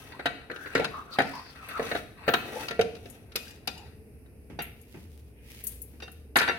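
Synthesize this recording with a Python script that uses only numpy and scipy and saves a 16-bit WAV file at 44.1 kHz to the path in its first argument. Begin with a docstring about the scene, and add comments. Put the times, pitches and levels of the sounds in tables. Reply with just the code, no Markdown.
"""Prying a rice cake from a steel mould

A steamed rice cake is pried out of a hand-held steel idli mould with a knife, close by in a small kitchen.
The blade scrapes and knocks, made of friction clicks and short blows that ring banks of steel modes.
The mould bumps on the table, bangles tink as very high partials, and the cake lands on a glass plate
as dull noise pats. At the end the mould clatters down and rings, over room air and a wavering drone.
"""
import sys
import numpy as np
from scipy import signal
from scipy.fft import rfft, irfft
from scipy.io import wavfile

SR = 44100
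rng = np.random.default_rng(int(sys.argv[2]) if len(sys.argv) > 2 else 0)


def to_wav(s):
    """Save 16-bit WAV."""
    ch = np.atleast_2d(s).T  # columns
    pcm = np.round(np.clip(ch, -1, 1) * 32767)  # PCM
    wavfile.write(sys.argv[1], SR, pcm.astype(np.int16))


N = 290178
TIME = np.arange(N) / SR
RING_TIME = np.arange(SR // 2) / SR  # half a second for every single hit

# Quiet room air. Each row: frequency in Hz, relative level in dB.
AIR_SPECTRUM = [(15, -63), (25, -28.5), (76, -9), (123, -14.5), (157, -20.5), (180, -22.5), (217, -17.5),
                (375, -26.5), (439, -19.5), (520, -30), (1070, -48), (1900, -48), (2650, -45.5),
                (3400, -69), (5000, -56), (7500, -67.5), (8800, -50.5), (11300, -48), (16000, -63.5)]
# Wavering low drone. Each row: time in seconds, centre pitch in Hz, centre level in dB.
DRONE = [(0.0, 64, -71.5), (4.15, 79, -60.5), (4.68, 58.9, -46.5), (4.9, 66.8, -73), (5.05, 81.6, -41.5),
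         (5.42, 61.34, -52), (5.72, 55.85, -44.5), (6.2, 77.6, -46.5), (6.58, 71.4, -49)]
# The blade under the cake. Each row: time in seconds, dry rasp in dB, wet crackle in dB before its trim.
SCRAPE_LEVELS = [(0.0, -54.5, -53.5), (0.4, -54, -83), (0.63, -71, -52), (0.74, -46.5, -63),
                 (0.95, -81, -63), (1.07, -64, -70), (1.145, -59, -48), (1.18, -50, -64), (1.3, -50, -55),
                 (1.55, -57, -66.5), (1.88, -44.5, -48.5), (1.99, -49.5, -53.5), (2.08, -72.5, -67.5),
                 (2.27, -50, -76.5), (2.45, -48.5, -54), (2.62, -42.5, -44.5), (2.82, -101, -77),
                 (3.08, -66, -58.5), (3.28, -70, -74), (3.5, -70, -56), (3.62, -75, -84), (3.9, -60, -68)]
# The mould rubbing on the table. Each row: time in seconds, level in dB before DRAG_TRIM_DB.
DRAG_LEVELS = [(0.0, -49.5), (1.14, -46), (1.63, -74), (1.87, -38), (2.27, -97), (2.44, -34.5), (2.84, -43),
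               (3.16, -52.5), (3.61, -54.5), (4.1, -60)]
# Colour of the dry rasp. Each row: frequency in Hz, relative level in dB.
RASP_SPECTRUM = [(400, -14), (1200, 10), (2600, 0), (3500, -10), (4600, -4.5), (6000, -34), (8000, -6),
                 (16000, -21)]
# Colour of the wet crackle and the rustle. Each row: frequency in Hz, relative level in dB.
CRACKLE_SPECTRUM = [(1500, -8), (3000, -3), (6000, -8), (7700, -12), (9000, -7), (11500, -6.5),
                    (16000, -8.5)]
# Steel sliding on steel or table with a hoarse tone.
# Each row: start in seconds, end in seconds, start pitch in Hz, end pitch in Hz, level in dB.
STROKES = [(0.09, 0.184, 755, 1104, -47.5), (0.498, 0.783, 1497, 1558, -46.5),
           (0.768, 0.881, 719, 777, -39), (0.909, 1.045, 1170, 1162, -36.5),
           (1.106, 1.17, 4250, 4290, -38.5), (1.055, 1.207, 1350, 1144, -48.5),
           (1.204, 1.297, 685, 865, -44), (1.195, 1.543, 4860, 4750, -56), (1.295, 1.447, 984, 1124, -46),
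           (1.534, 1.747, 1234, 1311, -51.5), (1.689, 1.877, 1305, 1140, -39.5),
           (2.148, 2.286, 1090, 970, -54), (2.258, 2.43, 14900, 13500, -47),
           (2.512, 2.641, 760, 943, -43.5), (2.517, 2.608, 440, 564, -37), (3.44, 3.56, 1690, 1793, -55),
           (3.746, 3.884, 851, 782, -55.5)]
# Blows on the mould. Each row: time in seconds, clang in dB, thud in dB above the clang before its shares,
# thud pitch in Hz, contact hardness in dB, ringing in dB above the clang, number of rebounds.
KNOCKS = [(0.194, -36, -2, 660, -3.5, -27, 1), (0.257, -22.5, -4.5, 695, 2.5, -10.5, 1),
          (0.499, -34.5, -4.5, 446, -12, -23, 0), (0.513, -36.5, -2.5, 420, 1, -29, 0),
          (0.56, -41, -3.5, 424, 5.5, -12, 0), (0.659, -39.5, -3, 449, -7, -6, 1),
          (0.752, -19, -3.5, 505, -4, -17, 0), (0.764, -28, -3.5, 505, 0, -10, 1),
          (0.778, -37.5, 3, 504, 6, 2, 0), (0.796, -34.5, 9.5, 477, 6, -8, 1),
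          (0.818, -38, -4, 750, 3, -12, 2), (0.843, -27.5, -11, 230, 7, -29, 1),
          (1.186, -19, 0, 676, -2, -13, 0), (1.196, -28, -8.5, 300, -5, -29, 0),
          (1.202, -22, -2.5, 750, -2.5, -26, 0), (1.218, -33.5, -6.5, 150, 6, -26, 0),
          (1.795, -33, 7, 510, -3.5, -17, 0), (1.825, -42, 4, 420, 6, -8, 1),
          (1.863, -44, 4, 270, 9, -8, 0), (1.914, -27, -1.5, 560, -0.5, -10.5, 0),
          (1.95, -29, 0, 622, 0, -16, 1), (2.279, -22, 2.5, 570, 0, -9, 0),
          (2.287, -22, -6, 730, 1.5, -11, 0), (2.337, -16.5, -8.5, 650, 3.5, -16.5, 0),
          (2.683, -36.5, -23, 400, 13.5, -4.5, 0), (2.709, -35, 0.5, 470, 8, 0, 0),
          (2.792, -26, 10, 518, -1, -18, 0), (2.811, -29, -7.5, 420, 9.5, -17.5, 0),
          (2.951, -48.5, -2, 420, 10, -30, 1), (3.056, -48.5, 5, 414, 8.5, -15, 0),
          (3.319, -55, -8, 420, 13, -5, 0), (3.356, -31, -4, 417, 13, -14.5, 0),
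          (3.675, -32.5, -2.5, 760, 14, -14, 0), (4.259, -64, 0.5, 270, 3, -9.5, 0),
          (4.589, -34.5, 1.5, 756, 2, -8, 1), (6.001, -48.5, -17.5, 500, 8, -13.5, 0),
          (6.024, -42, 1.5, 526, 8, -13.5, 1), (6.078, -45.5, -8.5, 748, 2, -15.5, 0),
          (6.357, -18, -8, 718, 5, -13, 0), (6.362, -19, -7.5, 725, -6, -6.5, 1),
          (6.385, -24.5, -24, 760, 10.5, -13, 1), (6.404, -22, -10, 520, -17, -26, 0),
          (6.416, -26, -9, 580, 3, -1, 4), (6.477, -23.5, -7.5, 706, -1, -8, 0),
          (6.486, -29.5, -6.5, 520, -20, -7, 0), (6.495, -27, -5, 587, -7, -5.5, 1)]
# Resonances of the dished steel. Each row: centre in Hz, width in Hz, level in dB (halved in use).
BODY_RESONANCES = [(153, 34, -13.5), (279, 67, 3), (397, 136, 7.5), (684, 110, -3), (1030, 37, -33.5),
                   (1385, 89, -28.5), (1757, 68, -21), (1960, 120, -21.5), (2310, 270, -8.5),
                   (2590, 100, -9.5), (3440, 6.3, -26), (3800, 36, 1), (4130, 84, -11.5), (3970, 61, -25),
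                   (4860, 190, -16.5), (5640, 50, -29), (6030, 110, -48), (6360, 120, -21.5)]
# The sheet's clearest partials. Each row: frequency in Hz, level in dB, t60 in seconds.
MOULD_MODES = [(690, -7, .3), (950, -4, .15), (1163, -11, .2), (1368, 1, .24), (1420, -4, .12),
               (1520, -2, .24), (1755, 3, .16), (1840, -4, .12), (1925, -4, .26), (2015, -10, .14),
               (2250, -8, .3), (2470, -10, .16), (2600, -10, .18), (2770, -6, .13), (3040, -12, .18),
               (3420, -16, .25), (3710, -10, .14), (4070, -9, .13), (4312, -16, .2), (4690, -13, .09)]
# Decay of the dense, quickly damped modes. Each row: frequency in Hz, t60 in seconds.
DENSE_MODE_T60 = [(150, 0.066), (600, 0.096), (1600, 0.052), (4000, 0.042), (8000, 0.042), (15000, 0.016)]
# Colour of a steel crash. Each row: frequency in Hz, relative level in dB.
STEEL_SPECTRUM = [(60, -21.5), (140, 2), (300, -1), (600, 8), (850, 1.5), (1100, 7.5), (1500, 16),
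                  (2600, 8), (4400, 5.5), (5500, -3), (7700, -23.5), (9000, -14.5), (16000, -33)]
# Low modes of the whole stack, set off by the thud. Each row: frequency in Hz, level in dB, t60 in seconds.
STACK_MODES = [(146.5, 8, 0.084), (269.2, 0, 0.32), (419.4, -3, 0.1), (455, 2, 0.063), (490.5, -4, 0.09),
               (579.4, -3, 0.047), (707.5, 0.5, 0.049), (764, -2, 0.068), (823, -1, 0.058)]
# Stereo balance of the mould. Each row: frequency in Hz, left minus right in dB.
MOULD_BALANCE = [(130, 0), (280, -3.5), (550, 2), (1100, 0.5), (2200, 6.5), (4200, 1), (8000, 0),
                 (14000, 23)]
# The blade hits the cup or the spindle. Each row: time in seconds, ring in dB, tick in dB above the ring.
BLADE_TAPS = [(0.751, -36, -27), (1.188, -41.5, -14), (3.359, -35.5, -2), (3.48, -52, -21),
              (3.509, -54, -12), (3.674, -38.5, -8.5), (3.778, -51.5, -13)]
# Partials of the blade. 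Each row: frequency in Hz, level in dB, t60 in seconds.
BLADE_MODES = [(2440, -1, .09), (2490, -5, .22), (2860, 1, .09), (3570, -5, .15), (4780, 2, .1),
               (4950, -1, .05), (5170, -4, .08), (5590, -8, .11), (5880, -6, .08), (6380, -10, .06),
               (7100, -4, .075), (7590, -6, .05), (8070, -8, .06), (9135, -11, .06), (10960, -10, .07)]
# Pass band of the blade's tick: low edge in Hz, high edge in Hz.
BLADE_TICK_BAND = (7500, 13000)
# Bangles touching. Each row: time in seconds, level in dB, treble tilt reached at 14 kHz in dB.
TINKS = [(0.908, -57, -3), (1.686, -43, -3), (2.365, -55, 3), (3.1, -37, -16.5), (4.6207, -34, -2.5),
         (4.814, -49, -9), (5.639, -37.5, 5), (5.6691, -22, -7.5), (5.807, -58, -1.5), (5.818, -38.5, 3),
         (6.117, -49, 0), (6.368, -16, -20.5)]
# Partials of the bangles. Each row: frequency in Hz, level in dB, t60 in seconds.
BANGLE_MODES = [(6700, -18, .08), (8660, -18, .16), (9470, -13, .08), (10560, -9, .09), (11250, -4, .13),
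                (11320, -5, .1), (11400, -5, .11), (12290, -6, .11), (13100, -11, .06), (14340, -9, .12),
                (14500, -11, .08), (15500, -12, .09)]
# The hand at the plate. Each row: time in seconds, dull rub in dB before its trim, fine rustle in dB.
BRUSH_LEVELS = [(4.0, -75, -80.5), (4.56, -92, -78.5), (4.61, -31.5, -71), (4.78, -62, -66.5),
                (4.99, -73, -60), (5.2, -95.5, -64), (5.38, -59, -77), (5.46, -58, -58), (5.56, -58, -50),
                (5.63, -51, -51.5), (5.71, -72, -51.5), (5.81, -68, -65), (6.14, -88, -65),
                (6.35, -85, -69.5)]
# Pass band of the dull rub: low edge in Hz, high edge in Hz.
RUB_BAND = (1800, 2900)
# Cake and fingers on the glass plate. Each row: time in seconds, level in dB.
PATS = [(4.499, -44), (4.526, -54), (4.941, -43.5), (4.959, -57), (5.05, -54), (5.935, -54.5)]
# Colour of a soft pat. Each row: frequency in Hz, relative level in dB.
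SOFT_SPECTRUM = [(50, -28), (150, -1), (330, -7), (600, -20), (2200, -13.5), (7500, -16.5), (10000, -25),
                 (16000, -47)]
# Shares of a pat: thud, clang, edge and tick band, each in dB.
PAT_BANDS_DB = (0, -12, -17, -22)
# Steel touching the rim of the glass plate. Each row: time in seconds, level in dB, t60 in seconds.
PINGS = [(4.592, -42, .22), (6.022, -47, .1), (6.032, -45, .3), (6.487, -32.5, .2)]
# Partials of the glass. Each row: frequency in Hz, level in dB, share of the ping's t60.
GLASS_MODES = [(1900, -9, .8), (2748, 0, 1), (3688, -5, .5), (4740, -4, .3), (5841, -9, .35)]
# Edges between thud, clang, edge and tick: frequencies in Hz.
BAND_EDGES = (70, 900, 2500, 6000, 17000)
# Stereo width. Each row: frequency in Hz, side minus mid in dB.
WIDTH = [(60, -13), (150, -13.5), (550, -8.5), (1100, -5.5), (2200, 2), (14000, 1.5)]
# Reflections off table and dishes. Each row: left delay in ms, right delay in ms, level in dB.
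REFLECTIONS = [(.62, 1.1, -16.5), (1.4, 1.25, -19), (2.45, 2.4, -18.5), (3.75, 3.2, -14.5), (5.9, 6.2, -25)]
# Colour of the room echo. Each row: frequency in Hz, level in dB.
ECHO_SPECTRUM = [(100, 5.5), (400, -6), (1500, -11.5), (4000, -13.5), (8000, -11), (14000, -12.5)]
# Decay of the room echo. Each row: frequency in Hz, t60 in seconds.
ECHO_T60 = [(150, 0.5), (600, 0.45), (2500, 0.62), (6000, 0.53), (14000, 0.47)]

TOP_HZ = 16100
AIR_DB, AIR_SWELL_DB, AIR_SWELLS_PER_S = -52.5, 1.8, 2
CRACKLE_TRIM_DB, DRAG_TRIM_DB, RUB_TRIM_DB = 1.5, -8.5, -7.5
SPOTS_PER_S, SPOT_SWING_DB, DRY_FRICTION_DB = 14, 4, -6  # the blade's travel; friction heard without the sheet
STROKE_WANDER = .035  # the contact point jumps about; share of the centre pitch
STROKE_WIDTH_SHARE, STROKE_FADE_S = .2, 0.044  # width against the start pitch; attack and release
EDGE_DB, TICK_DB, EDGE_PER_HARDNESS = -4, -11, 0.6  # against the clang; a harder contact lifts both
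EDGE_TOP_DB = -2  # the hardest taps gain only tick
REBOUND_GAP_S, REBOUND_JITTER = .0105, 0.2047  # mean gap; random share of it
REBOUND_LOSS_DB, REBOUND_THUD_DB = -5, -5  # lost at each rebound; rebounds have less thud than the blow
REBOUND_HARDNESS_DB = 0.5  # rebounds land on the bare rim
STACK_DB, DULL_THUD_DB = -3.5, -2  # the tuned and the toneless share of the thud
STACK_FOCUS_DB_PER_OCT = 28  # modes away from the thud's pitch are hardly set off
STACK_SWELL_S = 0.00062  # time for the blow to spread through the plates
GRIP_DETUNE = .006  # the grip shifts each partial by about this share
BANGLE_PAN_DB = 9.5  # left minus right


def undb(db):
    """Decibels to gain."""
    return 10 ** (np.asarray(db) / 20)


def unit(x):
    """Scale to rms 1."""
    return x / np.sqrt(np.mean(x ** 2))


def onset_unit(x):
    """Scale to rms 1 over the first 20 ms."""
    return x / np.sqrt(np.mean(x[:, :SR // 50] ** 2))


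def curves(table):
    """Draw the columns of a timed table as curves, one value per sample."""
    s, *columns = np.transpose(table)
    return [np.interp(TIME, s, column) for column in columns]


def lookup(table, hz):
    """Read (Hz, value) points on a log-frequency axis."""
    f, value = np.transpose(table)
    return np.interp(np.log(hz + 1), np.log(f), value)


def panned(db):
    """Left and right gains that differ by db."""
    return undb(np.array([[db], [-db]]) / 2)


def add(out, s, x):
    """Mix x in at time s."""
    i = max(int(s * SR), 0)
    out[:, i:i + x.shape[1]] += x[:, :N - i]


def colour(x, spectrum, size=1024):
    """Causal filter through (Hz, dB) points, from the cepstrum of the log gain."""
    hz = np.arange(size // 2 + 1) * SR / size
    cepstrum = irfft(np.log(undb(lookup(spectrum, hz))))
    # folding the cepstrum forward makes the filter minimum phase
    cepstrum[1:size // 2] *= 2
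    cepstrum[size // 2 + 1:] = 0
    response = irfft(np.exp(rfft(cepstrum)))
    return signal.fftconvolve(x, response[None], axes=1)[:, :x.shape[1]]


def band(x, lo, hi):
    """Causal band-pass."""
    edges = [lo, min(hi, SR / 2 - 100)]
    return signal.sosfilt(signal.butter(2, edges, "band", fs=SR, output="sos"), x)


def balanced(x, balance):
    """Tilt a sound to the left or right, band by band."""
    left = colour(x[[0]], [(hz, db / 2) for hz, db in balance])
    right = colour(x[[1]], [(hz, -db / 2) for hz, db in balance])
    return np.vstack([left, right])


def spread(x):
    """Two signals become mid and side: left and right are alike in the bass, unlike in the treble."""
    side = colour(x[1:], WIDTH)[0]
    return np.array([x[0] + side, x[0] - side])


def noise(count):
    """Stereo noise."""
    return spread(rng.standard_normal((2, count)))


def walk(rate):
    """Slow chance: straight lines between random knots, rate knots per second, with a spread just under 1."""
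    knots = rng.standard_normal(1200)
    return np.interp(TIME * rate, np.arange(len(knots)), knots)


def decay_curve(t60):
    """Exponential decay by 60 dB in t60 seconds."""
    return np.exp(-np.log(1000) * RING_TIME / t60)


def swell_curve(rise_s):
    """Exponential rise towards 1."""
    return 1 - np.exp(-RING_TIME / rise_s)


def burst(t60, contact_s):
    """Noise with a quick swell and a decay, like countless close modes set off together."""
    return noise(len(RING_TIME)) * decay_curve(t60) * swell_curve(contact_s)


def random_weights(count):
    """Chance strength and phase of each mode in two channels."""
    return rng.standard_normal((2, count)) + 1j * rng.standard_normal((2, count))


def ring(modes, scatter_db, detune=0):
    """Decaying partials whose strength, phase and tuning vary by chance from hit to hit."""
    hz, db, t60 = np.transpose(modes)
    strength = undb(db + scatter_db * rng.standard_normal((2, len(hz))))
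    weights = strength * np.exp(2j * np.pi * rng.random((2, len(hz))))
    tuned_hz = hz * (1 + detune * rng.standard_normal(len(hz)))
    poles = 2j * np.pi * tuned_hz - np.log(1000) / t60
    partials = (weights @ np.exp(poles[:, None] * RING_TIME[:SR // 4])).imag
    return onset_unit(np.pad(partials, [(0, 0), (0, len(RING_TIME) - SR // 4)]))


def voiced(x, band_db):
    """Place and hardness of a contact set the shares of thud, clang, edge and tick."""
    out = 0
    for db, lo, hi in zip(band_db, BAND_EDGES, BAND_EDGES[1:]):
        out = out + undb(db) * onset_unit(band(x, lo, hi))
    return out


def dense_modes(count=230):
    """The thin dished sheet has many irregularly spaced modes; one decaying row for each."""
    place = (np.arange(count) + rng.random(count)) / count
    hz = 100 + 16000 * place ** 1.7
    poles = 2j * np.pi * hz - np.log(1000) / lookup(DENSE_MODE_T60, hz)
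    return np.exp(poles[:, None] * RING_TIME[:SR // 10])


def steel_body(x, direct):
    """The mould's resonances, over a direct share for the dense modes that lie between them."""
    out = direct * x
    for hz, width, db in BODY_RESONANCES:
        out = out + undb(db / 2) * signal.lfilter(*signal.iirpeak(hz, hz / width, SR), x)
    return out


def strike(modes, crack_db=-5, push_db=-13, contact_s=0.0018, push_s=0.00017):
    """One contact: the push of the blow, a short crack, and the sheet's modes in chance shares."""
    sheet = spread((random_weights(len(modes)) @ modes).imag)
    sheet = np.pad(sheet, [(0, 0), (0, len(RING_TIME) - modes.shape[1])]) * swell_curve(contact_s)
    push = RING_TIME[None] * np.exp(-RING_TIME / push_s)
    crack = burst(t60=0.019, contact_s=contact_s)
    return onset_unit(sheet) + undb(crack_db) * onset_unit(crack) + undb(push_db) * onset_unit(push)


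def blow(modes, db, thud_db, hardness_db, partials_db):
    """One short steel crash, brighter for a harder contact, and the partials that it leaves ringing."""
    crash = colour(steel_body(strike(modes), direct=0.3), STEEL_SPECTRUM)
    edge_db = min(EDGE_DB + EDGE_PER_HARDNESS * hardness_db, EDGE_TOP_DB)
    bands_db = (thud_db, 0, edge_db, TICK_DB + hardness_db)
    partials = onset_unit(spread(ring(MOULD_MODES, scatter_db=2.5, detune=GRIP_DETUNE)))
    return undb(db) * (voiced(crash, bands_db) + undb(partials_db) * partials)


def slips(rate, scatter_db):
    """Stick-slip friction: a train of tiny clicks of uneven size, about rate of them per second."""
    size = undb(scatter_db * np.minimum(rng.exponential(size=N), 5))
    happens = rng.random(N) < rate / SR
    return spread(rng.standard_normal((2, N)) * size * happens)


def kitchen():
    """Quiet room air as coloured noise, and a low sine drone that wavers in pitch and level."""
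    air = unit(colour(noise(N), AIR_SPECTRUM, size=8192))
    air = air * undb(AIR_DB + AIR_SWELL_DB * walk(AIR_SWELLS_PER_S))
    hz, db = curves(DRONE)
    phase = 2 * np.pi * np.cumsum(hz * (1 + 0.0696 * walk(25))) / SR
    return air + np.sin(phase) * undb(db + 1.4 * walk(2.2))


def travelling(x, count=4):
    """Friction rings the sheet at several spots, each with its own mix of modes, that fade up and down."""
    modes, out = dense_modes(count=130), 0
    for _ in range(count):
        spot = (random_weights(len(modes)) @ modes).imag
        nearness = undb(SPOT_SWING_DB * walk(SPOTS_PER_S))
        out = out + signal.fftconvolve(x * nearness, spot, axes=1)[:, :N]
    return unit(unit(spread(out)) + undb(DRY_FRICTION_DB) * unit(x))


def chatter():
    """The blade skips over crumbs and holes; every skip is a tiny blow that rings the steel."""
    skips = slips(rate=70, scatter_db=2.2)[:1]
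    skip = blow(dense_modes(), 0, thud_db=-1, hardness_db=-5, partials_db=-1)
    return unit(signal.fftconvolve(skips, skip, axes=1)[:, :N])


def scraping(catch_db=-3, uneven_db=2.0):
    """The blade rasps in fine slips and rarer catches; moist cake tears and the mould drags on the table."""
    rasp_db, crackle_db = curves(SCRAPE_LEVELS)
    drag_db, = curves(DRAG_LEVELS)
    pressure = undb(uneven_db * walk(25))

    fine = unit(slips(rate=3000, scatter_db=3))
    catches = unit(slips(rate=110, scatter_db=2)) * undb(catch_db)
    grit = unit(colour(steel_body(travelling(fine + catches), direct=0.27), RASP_SPECTRUM))
    rasp = (grit + chatter()) * undb(rasp_db)

    tearing = slips(rate=1500, scatter_db=3)
    crackle = unit(colour(travelling(tearing), CRACKLE_SPECTRUM)) * undb(crackle_db + CRACKLE_TRIM_DB)

    judder = slips(rate=1300, scatter_db=3)
    drag = unit(band(steel_body(judder, direct=0.38), 140, 800)) * undb(drag_db + DRAG_TRIM_DB)

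    lifted = np.interp(TIME, [3.85, 4.0], [1, 0])  # the blade leaves the cup
    return ((rasp + crackle) * pressure + drag) * lifted * panned(3.55)


def gliding_band(hz, width_hz):
    """Random excitation in a resonance whose centre moves: slow noise shifted up to the centre."""
    lowpass = signal.butter(2, width_hz / 2, fs=SR, output="sos")
    slow = signal.sosfilt(lowpass, rng.standard_normal((2, 2, len(hz))))
    carrier = np.exp(2j * np.pi * np.cumsum(hz) / SR)
    return unit(((slow[0] + 1j * slow[1]) * carrier).real)


def sliding(catch_db=2.0, judder_db=2.5):
    """Strokes set in, catch, judder and let go; their resonance glides and wanders with the contact point."""
    out = np.zeros((2, N))
    for start, end, start_hz, end_hz, db in STROKES:
        length = end - start
        wander = 1 + STROKE_WANDER * walk(30)[:len(RING_TIME)]
        hz = np.interp(RING_TIME, [0, length], [start_hz, end_hz]) * wander
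        envelope = np.clip(np.minimum(RING_TIME, length - RING_TIME) / STROKE_FADE_S, 0, 1)
        tone = unit(spread(gliding_band(hz, STROKE_WIDTH_SHARE * start_hz)))
        add(out, start, undb(db) * envelope * tone)
    return out * undb(catch_db * walk(40) + judder_db * walk(170)) * panned(3.3)


def stack(thud_hz):
    """The hollow thunk of the stacked plates; the place of the blow picks out the modes near one pitch."""
    modes = []
    for hz, db, t60 in STACK_MODES:
        octaves_away = abs(np.log2(hz / thud_hz))
        modes.append((hz, db - STACK_FOCUS_DB_PER_OCT * octaves_away, t60))
    partials = ring(modes, scatter_db=2, detune=GRIP_DETUNE)
    return onset_unit(spread(partials) * swell_curve(STACK_SWELL_S))


def mould():
    """Blows with hollow thunk and fading rebounds; partials sing louder where the hand damps them less."""
    out, modes = np.zeros((2, N)), dense_modes()
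    for s, db, thud_db, thud_hz, hardness_db, partials_db, rebounds in KNOCKS:
        add(out, s, undb(db + thud_db + STACK_DB) * stack(thud_hz))
        for k in range(rebounds + 1):
            rebound = k > 0
            hit = blow(modes, db + k * REBOUND_LOSS_DB,
                       thud_db + DULL_THUD_DB + rebound * REBOUND_THUD_DB,
                       hardness_db + rebound * REBOUND_HARDNESS_DB, partials_db)
            add(out, s, hit)
            s += REBOUND_GAP_S * (1 + REBOUND_JITTER * rng.standard_normal())
    return balanced(out, MOULD_BALANCE)


def knife():
    """The thin blade's edge ticks, and the blade rings briefly with high, clear partials."""
    out = np.zeros((2, N))
    for s, db, tick_db in BLADE_TAPS:
        tick = onset_unit(band(burst(t60=0.02, contact_s=0.00039), *BLADE_TICK_BAND))
        partials = ring(BLADE_MODES, scatter_db=2.5, detune=GRIP_DETUNE)
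        add(out, s, undb(db) * (partials + undb(tick_db) * tick))
    return balanced(out, MOULD_BALANCE)


def bangles(tick_db=-11, ring_db=-7.0):
    """Small hard rings: a bright noise tick and a cluster of very high partials."""
    out = np.zeros((2, N))
    for s, db, top_db in TINKS:
        tick = onset_unit(band(burst(t60=0.063, contact_s=0.0002), 9300, TOP_HZ))
        partials = ring(BANGLE_MODES, scatter_db=3, detune=GRIP_DETUNE / 2)
        tink = undb(tick_db) * tick + undb(ring_db) * partials
        add(out, s, undb(db) * colour(tink, [(9000, 0), (14000, top_db)]))
    return out * panned(BANGLE_PAN_DB)


def brushing():
    """Friction grains and stray ticks, a dull rub and a rustle, as the hand lays the cake down and withdraws."""
    rub_db, rustle_db = curves(BRUSH_LEVELS)
    moving = np.interp(TIME, [3.9, 4.0, 6.2, 6.35], [0, 1, 1, 0])
    grains = unit(slips(rate=5000, scatter_db=2.5))
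    ticks = .4 * unit(slips(rate=22, scatter_db=1.5))
    uneven = (grains + ticks) * undb(2 * walk(35))
    rub = unit(band(uneven, *RUB_BAND)) * undb(rub_db + RUB_TRIM_DB)
    rustle = unit(colour(uneven, CRACKLE_SPECTRUM)) * undb(rustle_db)
    return (rub + rustle) * moving


def plate():
    """Soft cake and fingertips land on the glass with dull pats; steel on its rim makes it ping."""
    out = np.zeros((2, N))
    for s, db in PATS:
        pat = colour(burst(t60=0.26, contact_s=0.00012), SOFT_SPECTRUM)
        add(out, s, undb(db) * voiced(pat, PAT_BANDS_DB))
    for s, db, t60 in PINGS:
        modes = np.array(GLASS_MODES) * [1, 1, t60]
        add(out, s, undb(db) * ring(modes, scatter_db=1)[:1])  # one channel feeds both sides
    return out


def table_top(x):
    """Near surfaces return each sound within milliseconds and comb its spectrum."""
    response = np.zeros((2, SR // 100))
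    response[:, 0] = 1
    for *delays_ms, db in REFLECTIONS:
        delays = (np.array(delays_ms) * SR / 1000).astype(int)
        response[[0, 1], delays] += undb(db)
    return signal.fftconvolve(x, response / np.linalg.norm(response[0]), axes=1)[:, :N]


def room(x, build_s=0.0058):
    """Hard kitchen walls: a diffuse noise tail, one octave at a time, each with its own decay."""
    tail = 0
    for lo in 70 * 2. ** np.arange(8):
        decay = decay_curve(lookup(ECHO_T60, lo * np.sqrt(2)))
        tail = tail + band(rng.standard_normal((2, len(RING_TIME))), lo, 2 * lo) * decay
    tail = spread(tail) * swell_curve(build_s)
    tail = colour(tail / np.sqrt(np.sum(tail ** 2) / 2), ECHO_SPECTRUM)
    return signal.fftconvolve(x, tail, axes=1)[:, :N]


def scene():
    """All the handling, its echoes and the room's own sound."""
    near = scraping() + sliding() + mould() + knife() + bangles() + brushing() + plate()
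    return table_top(near) + room(near) + kitchen()


def record(dry):
    """A steep low-pass cuts the top of the treble."""
    return signal.sosfilt(signal.ellip(10, .2, 80, TOP_HZ, fs=SR, output="sos"), dry)


dry = scene()
out = record(dry)
to_wav(out)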